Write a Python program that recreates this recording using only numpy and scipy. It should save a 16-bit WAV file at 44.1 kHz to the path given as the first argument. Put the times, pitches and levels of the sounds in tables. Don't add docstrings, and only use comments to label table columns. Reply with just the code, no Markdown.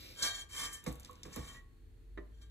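import sys
import numpy as np
from scipy import signal
from scipy.fft import rfft, irfft
from scipy.io import wavfile

SR = 44100
rng = np.random.default_rng(int(sys.argv[2]) if len(sys.argv) > 2 else 0)


def wav_record(signal):
    frames = np.transpose(np.atleast_2d(signal))
    bounded = np.clip(frames, -1, 1)
    quanta = np.round(bounded * 32767).astype(np.int16)
    wavfile.write(sys.argv[1], SR, quanta)


N = 110250

# frequency in Hz, level in dB.
ROOM_COLOUR = [(20, -14), (36, 2.5), (70, 0.5), (120, -7.5), (190, -20.5), (330, -17.5), (650, -35),
               (1100, -39), (1800, -35), (2800, -40.5), (4200, -40), (5200, -48.5), (7500, -45),
               (14000, -49)]
# time in seconds, pitch in Hz, level in dB.
HUM_PATH = [(0, 38.13, -71), (1.55, 38.95, -61.5), (1.849, 40.62, -58.5), (1.999, 43.45, -57.5),
            (2.12, 47.3, -49.5), (2.301, 53.4, -51.5), (2.5, 55.93, -51.5)]
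# pitch in Hz, level in dB.
APPLIANCE_TONES = [(97, -71), (248, -79.5), (345, -82.5), (441, -82), (4317, -93.5)]
# time in seconds, level in dB.
RUB_LEVEL = [(0, -54), (.06, -53), (.16, -58.5), (.26, -76.5)]
FIRST_PUSH = [(.15, -71), (.19, -51.5), (.219, -45), (0.23, -40.5), (.252, -37.5), (0.281, -42.5),
              (.318, -54), (.41, -52.5), (.455, -73)]
SECOND_PUSH = [(0.489, -64), (0.533, -50), (0.599, -41.5), (0.654, -42.5), (0.705, -60), (0.742, -53),
               (.785, -61.5), (0.829, -78)]
THIRD_PUSH = [(1.29, -75), (1.334, -57.5), (1.352, -59.5), (1.4, -56.5), (1.439, -61.5), (1.48, -56),
              (1.525, -61.5), (1.58, -69.5), (1.615, -89)]
BRUSH_PUSH = [(2.31, -100), (2.34, -82.5), (2.408, -86.5), (2.418, -64.5), (2.445, -79), (2.47, -87)]
RUSTLE_LEVEL = [(.83, -62), (.9, -58), (.985, -62.5), (1.04, -61), (1.15, -65), (1.215, -68),
                (1.245, -61.5), (1.34, -60.5), (1.56, -60), (1.65, -82)]
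# frequency in Hz, level in dB.
RUB_EQ = [(200, 5), (500, 5), (900, -10), (1700, -4.5), (2300, 3), (2800, 5), (3900, 4.5), (4700, 4.5),
          (5500, 3), (6500, -7), (9000, -6.5), (14000, -7)]
HISS_EQ = [(60, -22), (200, -13.5), (480, -7.5), (800, -11.5), (1050, -22.5), (1400, -26), (2300, 0.5),
           (2760, -21), (3150, -5), (4800, 3), (6300, 0), (9300, -1), (11500, -6.5), (13200, -8),
           (15000, -15)]
RUSTLE_EQ = [(220, 11.5), (500, 2), (1200, -2.5), (1600, -1.5), (2300, -3), (2800, 2.5), (3600, 0.5),
             (5000, -10), (7500, -12), (10000, -14.5), (15000, -14)]
# pot ring in dB, grit in dB, grit centre in Hz, judder in dB.
STROKE_TEXTURES = [(-45, -25, 4800, 1), (-16.5, -10, 1780, 1.5), (-12, -8.5, 1900, 3),
                   (-26, -13.5, 1500, 2)]
# pitch in Hz, t60 in seconds, then level in dB at each of three rubbed spots.
BASKET_MODES = [(1106, 0.45, -25.5, -19, -6.5), (1177, .19, -9.5, -8.5, -11.5),
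                (1607, 0.35, -4.5, -16.5, -25), (1783, 0.27, -17, -15, -17),
                (1864, 0.37, -15.5, -13.5, -7.5), (1906, 0.37, -17.5, -25, -10),
                (2117, 0.23, -36, -13, -26), (2317, 0.16, -14, -21, -15.5), (3125, 0.24, -16, -4.5, -6),
                (3225, 0.135, 0, -14.5, -14), (3439, 0.1, -10.5, -12, -15), (3805, .22, -10, -21.5, -17),
                (4140, 0.099, -22, -17, -31), (4310, 0.16, -7, -33.5, -15), (4560, 0.068, -8.5, -38, -28),
                (5825, 0.0873, -9.5, -41, -32), (6994, 0.2, -6, -11, -8.5), (7210, 0.156, -24.5, -9, -26)]
# pitch in Hz, t60 in seconds, level in dB.
POT_MODES = [(144, 0.36, -7.5), (200, 0.22, -9.5), (263.3, 0.24, -6.5), (317, .22, -6.5),
             (459.5, 0.18, -11), (491.4, 0.2, -6), (1118, 0.21, -10), (1171, 0.12, -11),
             (1800, 0.11, -16.5)]
HOUSING_MODES = [(53, 0.29, -7), (183, 0.19, -12.5), (272, 0.19, -8.5), (330, 0.13, 0.5), (390.5, 0.11, 0),
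                 (468.3, 0.19, -13), (598, 0.15, -10.5), (1042, 0.074, -9.5), (1183, 0.14, -18.5),
                 (1785, 0.092, -10), (1930, 0.11, -11.5)]
# start in seconds, level in dB, centre in Hz, width in octaves,
# t60 in seconds, attack in seconds.
TIP_BITES = [(.2225, -26, 5430, .5, 0.12, 0.0034), (0.725, -38.5, 7940, 0.41, 0.14, 0.0093),
             (1.324, -45, 6100, 0.33, 0.099, 0.0094)]
# start in seconds, level in dB, centre in Hz, t60 in seconds.
WET_CLICKS = [(.8405, -47, 9000, .012), (0.9173, -48.5, 11000, 0.0077), (0.926, -44.5, 9800, 0.0096),
              (0.945, -58, 6500, 0.011), (0.955, -50.5, 9600, 0.014), (0.9978, -46, 7450, 0.0089),
              (1.004, -55, 8200, 0.017), (1.031, -54, 5000, 0.02), (1.048, -41, 4650, 0.008),
              (1.057, -49, 3930, 0.014), (1.076, -59, 5470, .01), (1.111, -52, 9000, .008),
              (1.131, -56, 7000, .008), (1.155, -54, 5140, 0.009), (1.2324, -42, 4470, 0.021),
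              (1.265, -57, 7000, 0.011), (1.361, -38, 8900, 0.0093)]
# start in seconds, level in dB, then relative boom and wet slap in dB.
POT_BUMPS = [(0.8624, -36.5, -1, -7), (1.2503, -48, -10, -9), (1.3605, -40, -1.5, -14)]
# band centre in Hz, level in dB.
THUD_BANDS = [(90, 2), (180, 1.5), (350, -5), (700, -8), (1200, -21.5), (2000, -11.5), (3200, -15.5)]
# frequency in Hz, phase lead of the left microphone over the right in radians.
LEFT_LEAD = [(60, 0), (380, -.8), (720, -2.4), (1000, -5.8), (1700, -6.1), (2150, -5.5), (2600, -8.7),
             (3250, -9.2), (3800, -6), (4300, -4.1), (4750, -3.9), (5000, -2.9), (6400, -.4), (7500, .3),
             (8700, 1.7), (9400, 3), (10200, 3.3), (11800, 6), (13200, 6.7), (14500, 9.3)]
# frequency in Hz, left over right in dB.
LEFT_BALANCE = [(70, 0), (200, -3.5), (600, -5.5), (1300, -5.5), (2500, 1.5), (6000, -.1)]
# frequency in Hz, gain in dB.
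KITCHEN_EQ = [(70, -14), (220, -.5), (800, 8.5), (5000, -9)]

SLIPS_PER_S, SLIP_SCATTER_DB = 6000, 2


def amp(db):
    return 10 ** (np.asarray(db) / 20)


def unit(x):
    return x / np.sqrt(np.mean(x ** 2))


def clock():
    return np.arange(N) / SR


def level_curve(points):
    s, db = np.array(points).T
    return amp(np.interp(clock(), s, db, left=-150, right=-150))


def on_bins(points):
    hz, value = np.array(points).T
    return np.interp(np.log(np.arange(N // 2 + 1) * SR / N + 1), np.log(hz), value)


def colour(x, points):
    return unit(irfft(rfft(x) * amp(on_bins(points)), N))


def band_noise(hz, octaves):
    away = np.log2((np.arange(N // 2 + 1) * SR / N + 1) / hz) / octaves
    return unit(irfft(rfft(rng.standard_normal(N)) * np.exp(-.5 * away ** 2), N))


def decay(start, t60, rise=.00011):
    age = np.maximum(clock() - start, 0)
    return (1 - np.exp(-age / rise)) * np.exp(-np.log(1000) * age / t60)


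def ring(start, hz, t60, rise=.0004):
    return decay(start, t60, rise) * np.sin(2 * np.pi * hz * (clock() - start))


def resonate(x, hz, t60):
    pole = np.exp((2j * np.pi * hz - np.log(1000) / t60) / SR)
    return unit(signal.lfilter([1], [1, -2 * pole.real, abs(pole) ** 2], x))


def through(x, response):
    return signal.fftconvolve(x, response / np.sqrt(np.sum(response ** 2)))[:N]


def grains(per_s, scatter_db):
    hits = rng.random(N) < per_s / SR
    sizes = amp(scatter_db * np.clip(rng.standard_normal(N), -2, 2))
    return unit(hits * sizes * rng.choice([-1, 1], N))


def wander(per_s):
    return np.interp(clock() * per_s, np.arange(N), rng.standard_normal(N))


def low_hum():
    s, hz, db = np.array(HUM_PATH).T
    phase = 2 * np.pi * np.cumsum(np.interp(clock(), s, hz)) / SR
    return unit(np.sin(phase)) * amp(np.interp(clock(), s, db) + .7 * wander(9.7))


def room_tone():
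    mid, side = (colour(rng.standard_normal(N), ROOM_COLOUR) for _ in range(2))
    side = irfft(rfft(side) * amp(on_bins([(80, -10), (600, -1)])), N)
    return amp(-59.5) * np.array([mid + side, mid - side])


def appliances():
    return sum(amp(db + 2 * wander(4.5)) * unit(np.sin(2 * np.pi * hz * clock() + .5 * wander(9.7)))
               for hz, db in APPLIANCE_TONES)


def meat_rub():
    return level_curve(RUB_LEVEL) * colour(grains(SLIPS_PER_S, SLIP_SCATTER_DB), RUB_EQ)


def sheet_response():
    count, t60 = 400, .087
    age = np.arange(SR // 3) / SR
    pitches, sizes = rng.uniform(703, 11940, count), rng.standard_normal(count)
    modes = sum(size * np.sin(2 * np.pi * hz * age) for hz, size in zip(pitches, sizes))
    return modes * np.exp(-np.log(1000) * age / t60)


def basket_ring(friction, spot):
    bend_s, waver_db = .00006, 1
    out, t = 0, clock()
    for hz, t60, *spot_db in BASKET_MODES:
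        bent = np.interp(t + bend_s * wander(70), t, resonate(friction, hz, t60))
        out += amp(spot_db[spot]) * unit(bent * amp(waver_db * wander(55)))
    return out


def scrapes():
    sheet, shimmer_gain = sheet_response(), amp(-1.5)
    pot = sum(amp(db) * ring(0, hz, t60) for hz, t60, db in POT_MODES)
    forces, spots = [FIRST_PUSH, SECOND_PUSH, THIRD_PUSH, BRUSH_PUSH], [0, 1, 2, 0]
    out = 0
    for force, spot, (pot_db, grit_db, grit_hz, judder_db) in zip(forces, spots, STROKE_TEXTURES):
        push = level_curve(force) * amp(judder_db * wander(160))
        slips = grains(SLIPS_PER_S, SLIP_SCATTER_DB)
        friction = push * slips
        hiss = push * colour(slips, HISS_EQ)
        shimmer = shimmer_gain * np.std(hiss) * unit(through(hiss, sheet))
        catches = push * grains(per_s=900, scatter_db=4)
        grit = through(catches, band_noise(grit_hz, octaves=1) * decay(0, t60=.072))
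        out += (hiss + shimmer) / np.hypot(1, shimmer_gain) + amp(grit_db) * grit
        out += amp(pot_db) * through(friction, pot) + np.std(push) * basket_ring(friction, spot)
    return out


def tong_tip():
    rasps = sum(amp(db) * band_noise(hz, octaves) * decay(s, t60, rise)
                for s, db, hz, octaves, t60, rise in TIP_BITES)
    squeak = amp(-42.5) * ring(start=1.56, hz=1925, t60=.15, rise=.023)
    return rasps + squeak


def wet_skin():
    rustle_gain = level_curve(RUSTLE_LEVEL) * amp(1.6 * wander(44.7))
    out = rustle_gain * colour(grains(per_s=12000, scatter_db=2), RUSTLE_EQ)
    for s, db, hz, t60 in WET_CLICKS:
        envelope = decay(s, t60) + amp(-19.5) * decay(s, t60=.17)
        out += amp(db) * band_noise(hz, octaves=.7) * envelope
    return out


def bumps():
    lag_cycles, boom_lag_s = 1.3, .024
    bands = [(hz, amp(db) * band_noise(hz, octaves=.49)) for hz, db in THUD_BANDS]
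    crackle = colour(grains(per_s=2800, scatter_db=3), HISS_EQ)
    out = 0
    for s, db, boom_db, slap_db in POT_BUMPS:
        slap = amp(slap_db) * crackle * decay(s, t60=.14, rise=.003)
        thud = sum(band * decay(s + lag_cycles / hz, t60=.13, rise=1 / hz) for hz, band in bands)
        pot = sum(amp(mode_db) * ring(s + lag_cycles / hz, hz, t60, rise=1 / hz)
                  for hz, t60, mode_db in POT_MODES)
        boom = amp(boom_db) * ring(s + boom_lag_s, hz=61, t60=.46, rise=.0055)
        out += amp(db) * (slap + thud + pot + boom)
    return out


def squelch(start):
    hz, glide_hz_per_s = 1095, 2400
    age = clock() - start
    pocket = np.sin(2 * np.pi * (hz + .5 * glide_hz_per_s * age) * age) * decay(start, t60=.037, rise=.004)
    ooze = amp(-10.5) * band_noise(hz, octaves=.23) * decay(start - .015, t60=.11, rise=.039)
    pot = amp(-19) * ring(start, hz=492.7, t60=.2, rise=.004)
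    return amp(-34.5) * (pocket + ooze + pot)


def housing_knock(start):
    body = sum(amp(db) * ring(start, hz, t60, rise=1 / hz) for hz, t60, db in HOUSING_MODES)
    crack = amp(-7.5) * band_noise(hz=1020, octaves=1) * decay(start, t60=.072, rise=.001)
    return amp(-40) * (body + crack)


def stereo_image(x):
    lead, balance_db = on_bins(LEFT_LEAD), on_bins(LEFT_BALANCE)
    return np.array([irfft(rfft(x) * amp(side * balance_db) * np.exp(1j * side * lead), N)
                     for side in (.5, -.5)])


def pot_walls(x):
    echoes = band_noise(hz=6840, octaves=1.7) * decay(.00085, t60=.04)
    return amp(-11) * through(x, echoes)


def kitchen_reverb(x):
    tail = through(x, rng.standard_normal(N) * decay(.004, t60=.38))
    return irfft(rfft(tail) * amp(on_bins(KITCHEN_EQ) - 10), N)


def scene():
    fryer = scrapes() + tong_tip() + bumps() + housing_knock(start=2.175)
    fryer += wet_skin() + squelch(start=1.0945) + meat_rub()
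    tails = np.array([pot_walls(fryer) + kitchen_reverb(fryer) for _ in range(2)])
    return stereo_image(fryer) + tails + low_hum() + room_tone() + appliances()


def record(dry):
    low_cut = signal.butter(2, 25, "highpass", fs=SR, output="sos")
    high_cut = signal.ellip(8, .2, 70, 15400, fs=SR, output="sos")
    return signal.sosfilt(high_cut, signal.sosfilt(low_cut, dry))


dry = scene()
out = record(dry)
wav_record(out)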